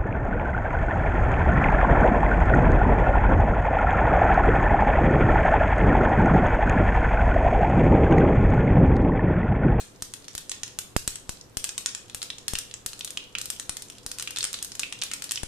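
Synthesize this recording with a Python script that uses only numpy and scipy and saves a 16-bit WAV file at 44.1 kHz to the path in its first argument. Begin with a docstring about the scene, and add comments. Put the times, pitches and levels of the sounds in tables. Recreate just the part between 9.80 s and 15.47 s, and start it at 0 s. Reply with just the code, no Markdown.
"""Seeds bursting in hot oil

Seeds burst in a small pan on a gas burner, close to two microphones in a tiled kitchen corner.
Dry husks crack brightly: a sharp click. Moist seeds splutter: a duller click that rings a steam pocket.
Each burst is thrown back by pan, tiles and room; listed thumps are jolts of the microphones.
Fizz, made of many tiny bursts, and the flame, made of coloured noise, lie underneath."""
import sys
import numpy as np
from scipy import signal
from scipy.fft import rfft, irfft, next_fast_len
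from scipy.io import wavfile

SR = 44100
rng = np.random.default_rng(int(sys.argv[2]) if len(sys.argv) > 2 else 0)


def inscribe(sig):
    """Save sig as 16-bit PCM at rate SR to the path in sys.argv[1].

    A 1-D sig is mono; a 2-D sig holds one channel per row.
    Samples are clipped to [-1, 1] before scaling.
    """
    pcm = np.round(np.clip(np.atleast_2d(sig).T, -1, 1) * 32767)
    wavfile.write(sys.argv[1], SR, pcm.astype(np.int16))


N = 250211  # length in samples

# rush of the gas flame, relative: pitch_hz, level_db
FLAME_COLOUR = [(20, -1), (45, -1.5), (80, -1), (140, -1), (290, -6.5), (380, -3.5), (520, -6),
                (650, -10.5), (1000, -10.5), (2000, -17.5), (6000, -24), (13500, -26), (15000, -57)]
# resonances of the burner and the hollow hob: pitch_hz, width_hz, level_db
BURNER_MODES = [(115.4, 3.1, 9), (203.4, 15, -2.5), (283, 13.3, 6.5), (380, 27, -17.5), (498.4, 2.8, 10.5),
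                (673, 9.8, 1.5)]
# kitchen reverberation: band_hz, level_db, time_to_fall_60_db_s
KITCHEN_BANDS = [(300, -14.5, 1), (1620, -2.5, 0.4), (2700, -3.5, 0.44), (5460, -4, 0.37),
                 (8800, -7.5, 0.38), (14000, -6, 0.27)]
# jolts that overload the microphones, before a shared gain: start_s, left_db, right_db
MIC_THUMPS = [(0.2226, -29, -37), (0.5513, -30.5, -37), (0.9881, -32, -46), (1.1639, -18.5, -4.5),
              (1.2774, -21.5, -28), (1.4931, -21, -46), (1.7702, -21, -35), (2.347, -30, -49),
              (2.735, -17, -38), (3.062, -32, -40), (3.8943, -27, -36), (4.2633, -29.5, -38),
              (5.6338, -18.5, -35)]
# right microphone minus left: pitch_hz, difference_db
RIGHT_MINUS_LEFT = [(900, 3.5), (1800, 2), (3000, 3.5), (4400, 1.5), (6000, 5), (7100, 4), (8400, -4),
                    (9500, -4), (11500, 1), (14000, 0)]
# faint modes of the oil-damped pan: pitch_hz, width_hz, level_db
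PAN_RESONANCES = [(1443, 45, -7), (1848, 45, -4), (2464, 160, -11), (2810, 45, -13.5), (6770, 120, -4)]
# basic colour of a burst: pitch_hz, level_db
BURST_COLOUR = [(150, -20), (600, -22), (900, -17), (1300, -10.5), (2200, -11.5), (3200, -5), (4800, -4.5),
                (7000, -2), (8700, 0), (10500, -5), (12500, -8.5), (14200, -11), (15500, -42)]
# echoes from hob and tiles, before treble loss: delay_s, left_db, right_db
TILE_ECHOES = [(.0024, -4, -14), (.0038, -21, -11.5), (.0083, -21.5, -14.5)]
# dry husks that crack at the surface: start_s, level_db, brightness_db_per_octave
DRY_CRACKS = [(-.02, 2.5, -1), (0.2227, 0.5, 0), (0.3377, -3.5, -0.5), (0.5514, -2, 1), (0.5794, -1.5, 0),
              (.9881, 3.5, 0.5), (1.1654, 5.5, 0), (1.2767, 6.5, 0.5), (1.4931, -0.5, -1), (1.7708, 3.5, 1),
              (1.8423, 4.5, 0), (1.849, -4, -2), (1.9796, 3, -1), (2.347, -1, 0), (2.4284, -0.5, -1),
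              (2.6811, 4.5, -1), (2.7353, -0.5, 1.5), (2.7873, 2.5, 1), (3.062, 2.5, 1),
              (3.1924, -8.5, 2.5), (3.2472, -0.5, 2.5), (3.3055, -5, 1.5), (3.5845, -0.5, -1.5),
              (3.6144, -1, 1), (3.657, -3, 2), (3.702, 3, 0.5), (3.7978, -1, -1.5), (3.969, -3, -0.5),
              (4.022, -7, 1), (4.1003, -9.5, -2.5), (4.2634, -1.5, 0.5), (4.3157, -2, -0.5),
              (4.3854, -4, -1), (4.4089, -9, -3), (4.4246, -1.5, -0.5), (4.5075, -4.5, -1.5),
              (4.5855, 2, 0), (4.73, -2, 2.5), (4.8267, 1.5, 3), (4.8472, -3.5, 2), (4.9524, -7.5, -1),
              (4.995, 3, -1), (5.236, 1.5, -0.5), (5.336, 2, -1), (5.4218, -3.5, -3), (5.441, -3, 1),
              (5.5104, 2, -1.5), (5.519, 3.5, -0.5)]
# moist seeds that splutter under the oil: start_s, level_db, pocket_hz, ring_db
MOIST_SPLUTTERS = [(.4432, -19, 4750, 2), (0.482, -8, 5600, 1), (0.6952, -0.5, 7500, 14.5),
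                   (0.7165, 0.5, 4240, -5), (0.8332, .5, 6200, 1.5), (0.879, -12, 3330, -11),
                   (1.357, -4.5, 8600, 5.5), (1.6118, -14, 5700, 30), (1.8915, -1, 6700, 5),
                   (2.0601, 6.5, 6450, 1), (2.0682, -5, 7050, 9), (2.1489, -1, 7000, 0),
                   (2.2979, -12.5, 3270, 4), (2.4179, -3.5, 4060, 9), (2.5023, -0.5, 3430, 16),
                   (2.5836, -10.5, 6360, -1), (2.7538, 3.5, 2970, 7.5), (2.912, -11, 3530, 11),
                   (2.9399, -4.5, 7100, 8), (3.132, -8.5, 4140, 1), (3.2091, -2.5, 3460, 15),
                   (3.276, -8, 3460, 3), (3.373, 2, 2900, 13), (3.5518, 2.5, 2560, 25),
                   (3.8943, 3, 9900, 7), (4.3977, -1, 6630, -8), (4.4746, -1.5, 2630, 13),
                   (4.5615, -1.5, 4230, 4), (4.571, -1, 3400, 6), (4.6073, 0.5, 4200, 27),
                   (4.629, 2, 6540, 5), (4.6416, 5.5, 9050, 4), (4.6514, 0.5, 9200, -8),
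                   (4.7418, 0.5, 3930, 3), (4.789, -9, 3600, 4), (4.9191, -8, 5300, 5),
                   (4.9978, -0.5, 6850, 17), (5.0329, 1.5, 2630, 20), (5.1252, -2.5, 2850, 5),
                   (5.216, -2, 5430, 22), (5.221, 4.5, 3120, 11), (5.3147, -2.5, 2270, 1),
                   (5.493, -7, 4800, 10), (5.558, 0, 5400, 16), (5.5747, -2.5, 2920, 19),
                   (5.6326, -3, 9900, 7)]

FLAME_DB = -52.5  # rms
TOP_HZ = 15800  # upper limit of the whole sound
SIZE = 1024  # samples in one burst
LEAD = 4410  # samples of run-up before the scene begins
# share of a burst that scatters in the oil and off the pan wall
PAN_WALL_DB = -2.8
# a crack rings only faintly, at a pitch of its own
CRACK_POCKET_HZ, CRACK_POCKET_OCTAVES, CRACK_RING_DB = 6440, 0.48, -10
# oil muffles a splutter, the more so the more it rings
OIL_DB_PER_OCTAVE, OIL_DB_PER_OCTAVE_PER_RING_DB = -3, -0.09
# the seeds lie scattered over the pan, a little to the left (left minus right)
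PAN_DB, PAN_SPREAD_DB = 1.55, 0.67
# where treble rolls off, in the open and under oil; brightness tilts it from the knee up
OPEN_TOP_HZ, OIL_TOP_HZ, KNEE_HZ = 16700, 11200, 2310


def undb(db):
    """Turn decibels into gain."""
    return 10 ** (np.asarray(db) / 20)


def level(x, db):
    """Set the rms level, a measure of average strength."""
    return x * undb(db) / np.sqrt(np.mean(x ** 2))


def freqs(size):
    """List the frequencies of a transform in Hz, never below 1."""
    return np.maximum(np.fft.rfftfreq(size, 1 / SR), 1)


def colour(points, f):
    """Join (Hz, dB) points with lines on a log-frequency axis."""
    hz, db = np.transpose(points)
    return np.interp(np.log(f), np.log(hz), db)


def causal(db):
    """Find the quickest response with this gain curve: a sharp front, then a tail."""
    cepstrum = irfft(np.log(undb(db)))
    half = len(cepstrum) // 2
    # fold the backward half onto the forward half
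    cepstrum[1:half] *= 2
    cepstrum[half + 1:] = 0
    return np.exp(rfft(cepstrum))


def resonance(f, hz, q):
    """Response of one damped resonance, gain 1 at its centre; higher q rings longer."""
    return 1 / (1 + 1j * q * (f / hz - hz / f))


def ringing_body(f, modes):
    """An object passes the sound straight on and adds its own resonances."""
    return 1 + sum(undb(db) * resonance(f, hz, hz / width) for hz, width, db in modes)


def add(track, s, sound):
    """Mix a stereo sound into a track that starts LEAD samples early."""
    start = max(int(round(s * SR)) + LEAD, 0)
    part = track[:, start:start + sound.shape[1]]
    part += sound[:, :part.shape[1]]


def flame(alike_hz=750, bass_likeness=0.64):
    """The steady rush of the flame rings the burner; its bass is more alike in both microphones."""
    f = freqs(N)
    body = ringing_body(f, BURNER_MODES)
    likeness = min(bass_likeness, .98) / (1 + (f / alike_hz) ** 4)
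    noise = rfft(rng.standard_normal((2, N)))
    # mid is shared by both sides; side has opposite signs
    mid, side = noise * np.sqrt([1 + likeness, 1 - likeness])
    stereo = mid + np.array([[1], [-1]]) * side
    rush = irfft(stereo * body * undb(colour(FLAME_COLOUR, f)), N)
    return level(rush, FLAME_DB)


def kitchen(x, early_db=-10, early_s=0.0013, far_wall_db=-12, far_wall_s=0.027, far_decay_s=0.0049):
    """Scatter from the nearby corner, a cluster from the far walls, then a tail of tiled walls."""
    size = int(.7 * SR)
    t, f = np.arange(size) / SR, freqs(size)
    hz, db, t60 = np.transpose(KITCHEN_BANDS)

    def cloud(start_s, decay_s):
        """Power of a swarm of echoes, summing to 1."""
        power = np.exp(-2 * t / decay_s) * (t > start_s)
        return power / power.sum()

    corner = undb(early_db) ** 2 * cloud(0.00082, early_s)
    far_walls = undb(far_wall_db) ** 2 * cloud(far_wall_s, far_decay_s)
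    clusters = corner + far_walls
    noise, response = rfft(rng.standard_normal((2, size))), 0
    # each row of the identity matrix picks out one band
    for k, share in enumerate(np.eye(len(hz))):
        band = irfft(noise * np.interp(np.log(f), np.log(hz), share), size)
        tail = cloud(0.0036, t60[k] / np.log(1000))
        response = response + band * undb(db[k]) * np.sqrt(clusters + tail)
    return signal.fftconvolve(x, response, axes=1)[:, :x.shape[1]]


def fizz(count=400, start_db=-43, end_db=-32.0, spread_db=5.5, bright=-0.55, top_hz=11500, ring_db=8):
    """Tiny steam bubbles break as little bursts, more strongly as the seeds heat up."""
    track = np.zeros((2, LEAD + N))
    for when, size, pitch in rng.random((count, 3)):
        growing_db = start_db + (end_db - start_db) * when
        # most bubbles are weak, a few much stronger
        db = growing_db - spread_db * np.log(max(size, .03))
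        pocket_hz = 2500 * 4 ** pitch
        add(track, when * N / SR, burst(db, bright, top_hz, pocket_hz, ring_db, 0))
    return track


def rumble(x, rumble_db=-12, rumble_hz=65, fade_s=0.12):
    """A thump leaves a brief low rumble: fading noise with its treble removed."""
    t = np.arange(8 * SIZE) / SR
    tail = rng.standard_normal((2, len(t))) * np.exp(-t / fade_s) * (t > .018)
    # the level is set before the low-pass filter
    tail = undb(rumble_db) * tail / np.linalg.norm(tail, axis=1, keepdims=True)
    tail = signal.sosfilt(signal.butter(3, rumble_hz, fs=SR, output="sos"), tail)
    return signal.fftconvolve(x, tail, axes=1)[:, :x.shape[1]]


def thumps(left_recover_s=0.0035, right_recover_s=0.0017, left_bass_hz=6, right_bass_hz=38,
           rise_s=.00006, jolt_db=-3, gain_db=1.0):
    """A jolt pushes a microphone one way, then off centre the other; it creeps back in milliseconds."""
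    track, t = np.zeros((2, LEAD + N)), np.arange(4 * SIZE) / SR
    jolt_s = .0002
    after = np.maximum(t - jolt_s, 0)
    jolt = undb(jolt_db) * np.sin(np.pi * np.minimum(t / jolt_s, 1))
    kicks = []
    for recover_s, bass_hz in (left_recover_s, left_bass_hz), (right_recover_s, right_bass_hz):
        kick = jolt + np.exp(-after / rise_s) - np.exp(-after / recover_s)
        bass_cut = signal.butter(1, bass_hz, "high", fs=SR, output="sos")
        kicks.append(signal.sosfilt(bass_cut, kick))
    for s, left_db, right_db in MIC_THUMPS:
        add(track, s, undb([[left_db], [right_db]]) * undb(gain_db) * np.array(kicks))
    return track


def microphones(x):
    """The two microphone ports colour the sound in opposite ways."""
    half_db = colour(RIGHT_MINUS_LEFT, freqs(SIZE)) / 2
    response = irfft(np.array([causal(-half_db), causal(half_db)]))
    return signal.fftconvolve(x, response, axes=1)[:, :x.shape[1]]


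def pan_ring(x):
    """Every burst sets the pan ringing faintly at its own resonances."""
    size = next_fast_len(x.shape[1] + LEAD)
    body = ringing_body(freqs(size), PAN_RESONANCES)
    return irfft(rfft(x, size) * body, size)[:, :x.shape[1]]


def burst(db, bright, top_hz, pocket_hz, ring_db, pan_db, pocket_q=3.9, depth_db=0.24,
          pan_decay_s=0.0026, wander_s=0.0002025, echo_hz=9000):
    """One seed: the husk cracks, the steam pocket rings, pan and tiles throw the sound back."""
    f, t = freqs(SIZE), np.arange(SIZE) / SR
    husk_db = colour(BURST_COLOUR, f)
    muffle_db = 10 * np.log10(1 + (f / top_hz) ** 8)
    tilt_db = bright * np.log2(np.maximum(f / KNEE_HZ, 1))
    crack = causal(husk_db + tilt_db - muffle_db)
    source = crack * (1 + undb(ring_db) * resonance(f, pocket_hz, pocket_q))
    # crack and ring share the energy of the burst
    source = source * np.linalg.norm(undb(db + husk_db)) / np.linalg.norm(source)
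    # every seed lies somewhere else, so the few sharp reflections off the pan wall are its own
    bowl = rng.standard_normal((2, SIZE)) ** 3 * np.exp(-t / pan_decay_s) * (t > .00018)
    bowl = bowl / np.linalg.norm(bowl, axis=1, keepdims=True)
    # bright seeds snap cleanly at the surface; dull ones lie deeper and scatter more
    scatter_db = min(PAN_WALL_DB - depth_db * bright, 0)
    paths = 1 + undb(scatter_db) * rfft(bowl)
    tiles = 1
    for delay, left_db, right_db in TILE_ECHOES:
        lag = delay + wander_s * rng.standard_normal((2, 1))
        echo = undb([[left_db], [right_db]]) * np.exp(-2j * np.pi * f * lag)
        tiles = tiles + echo / (1 + 1j * f / echo_hz)
    # the right microphone is usually slightly nearer, depending on where the seed lies
    late_s = np.array([[rng.normal(.00004, .000022)], [0]])
    balance = undb(np.array([[pan_db], [-pan_db]]) / 2)
    ports = balance * np.exp(-2j * np.pi * f * late_s)
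    # a few samples of lead keep the front of the click whole
    return np.roll(irfft(source * paths * tiles * ports), 8, axis=1)


def cracks():
    """Dry husks snap, each at its own place in the pan: a list of (start_s, sound, ring_db)."""
    out = []
    for s, db, bright in DRY_CRACKS:
        pitch, place = rng.standard_normal(2)
        pocket_hz = CRACK_POCKET_HZ * 2 ** (CRACK_POCKET_OCTAVES * pitch)
        pan_db = PAN_DB + PAN_SPREAD_DB * place
        sound = burst(db, bright, OPEN_TOP_HZ, pocket_hz, CRACK_RING_DB, pan_db)
        out.append((s, sound, CRACK_RING_DB))
    return out


def splutters():
    """Moist seeds burst under oil, duller and at a set pitch: a list of (start_s, sound, ring_db)."""
    out = []
    for s, db, pocket_hz, ring_db in MOIST_SPLUTTERS:
        bright = OIL_DB_PER_OCTAVE + OIL_DB_PER_OCTAVE_PER_RING_DB * ring_db
        pan_db = PAN_DB + PAN_SPREAD_DB * rng.standard_normal()
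        sound = burst(db, bright, OIL_TOP_HZ, pocket_hz, ring_db, pan_db)
        out.append((s, sound, ring_db))
    return out


def seeds(count=4, dryness=0.14):
    """The bursts are shared among a few spots in the pan; each spot stirs the room in its own way."""
    direct, spots = np.zeros((2, LEAD + N)), np.zeros((count, 2, LEAD + N))
    for k, (s, sound, ring_db) in enumerate(cracks() + splutters()):
        add(direct, s, sound)
        # ringing pops send less into the room than sharp cracks
        add(spots[k % count], s, sound * undb(-dryness * max(ring_db, 0)))
    return direct + sum(kitchen(spot) for spot in spots)


def scene():
    """The pan in its room, over the flame, with the microphone thumps."""
    burner, bubbles, knocks = flame(), fizz(), thumps()
    pan = microphones(pan_ring(seeds() + bubbles + kitchen(bubbles)))
    return (pan + knocks + rumble(knocks))[:, LEAD:] + burner


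def record(dry):
    """A steep low-pass filter removes nearly everything above TOP_HZ."""
    return signal.sosfilt(signal.ellip(8, .2, 70, TOP_HZ, fs=SR, output="sos"), dry)


dry = scene()
out = record(dry)
inscribe(out)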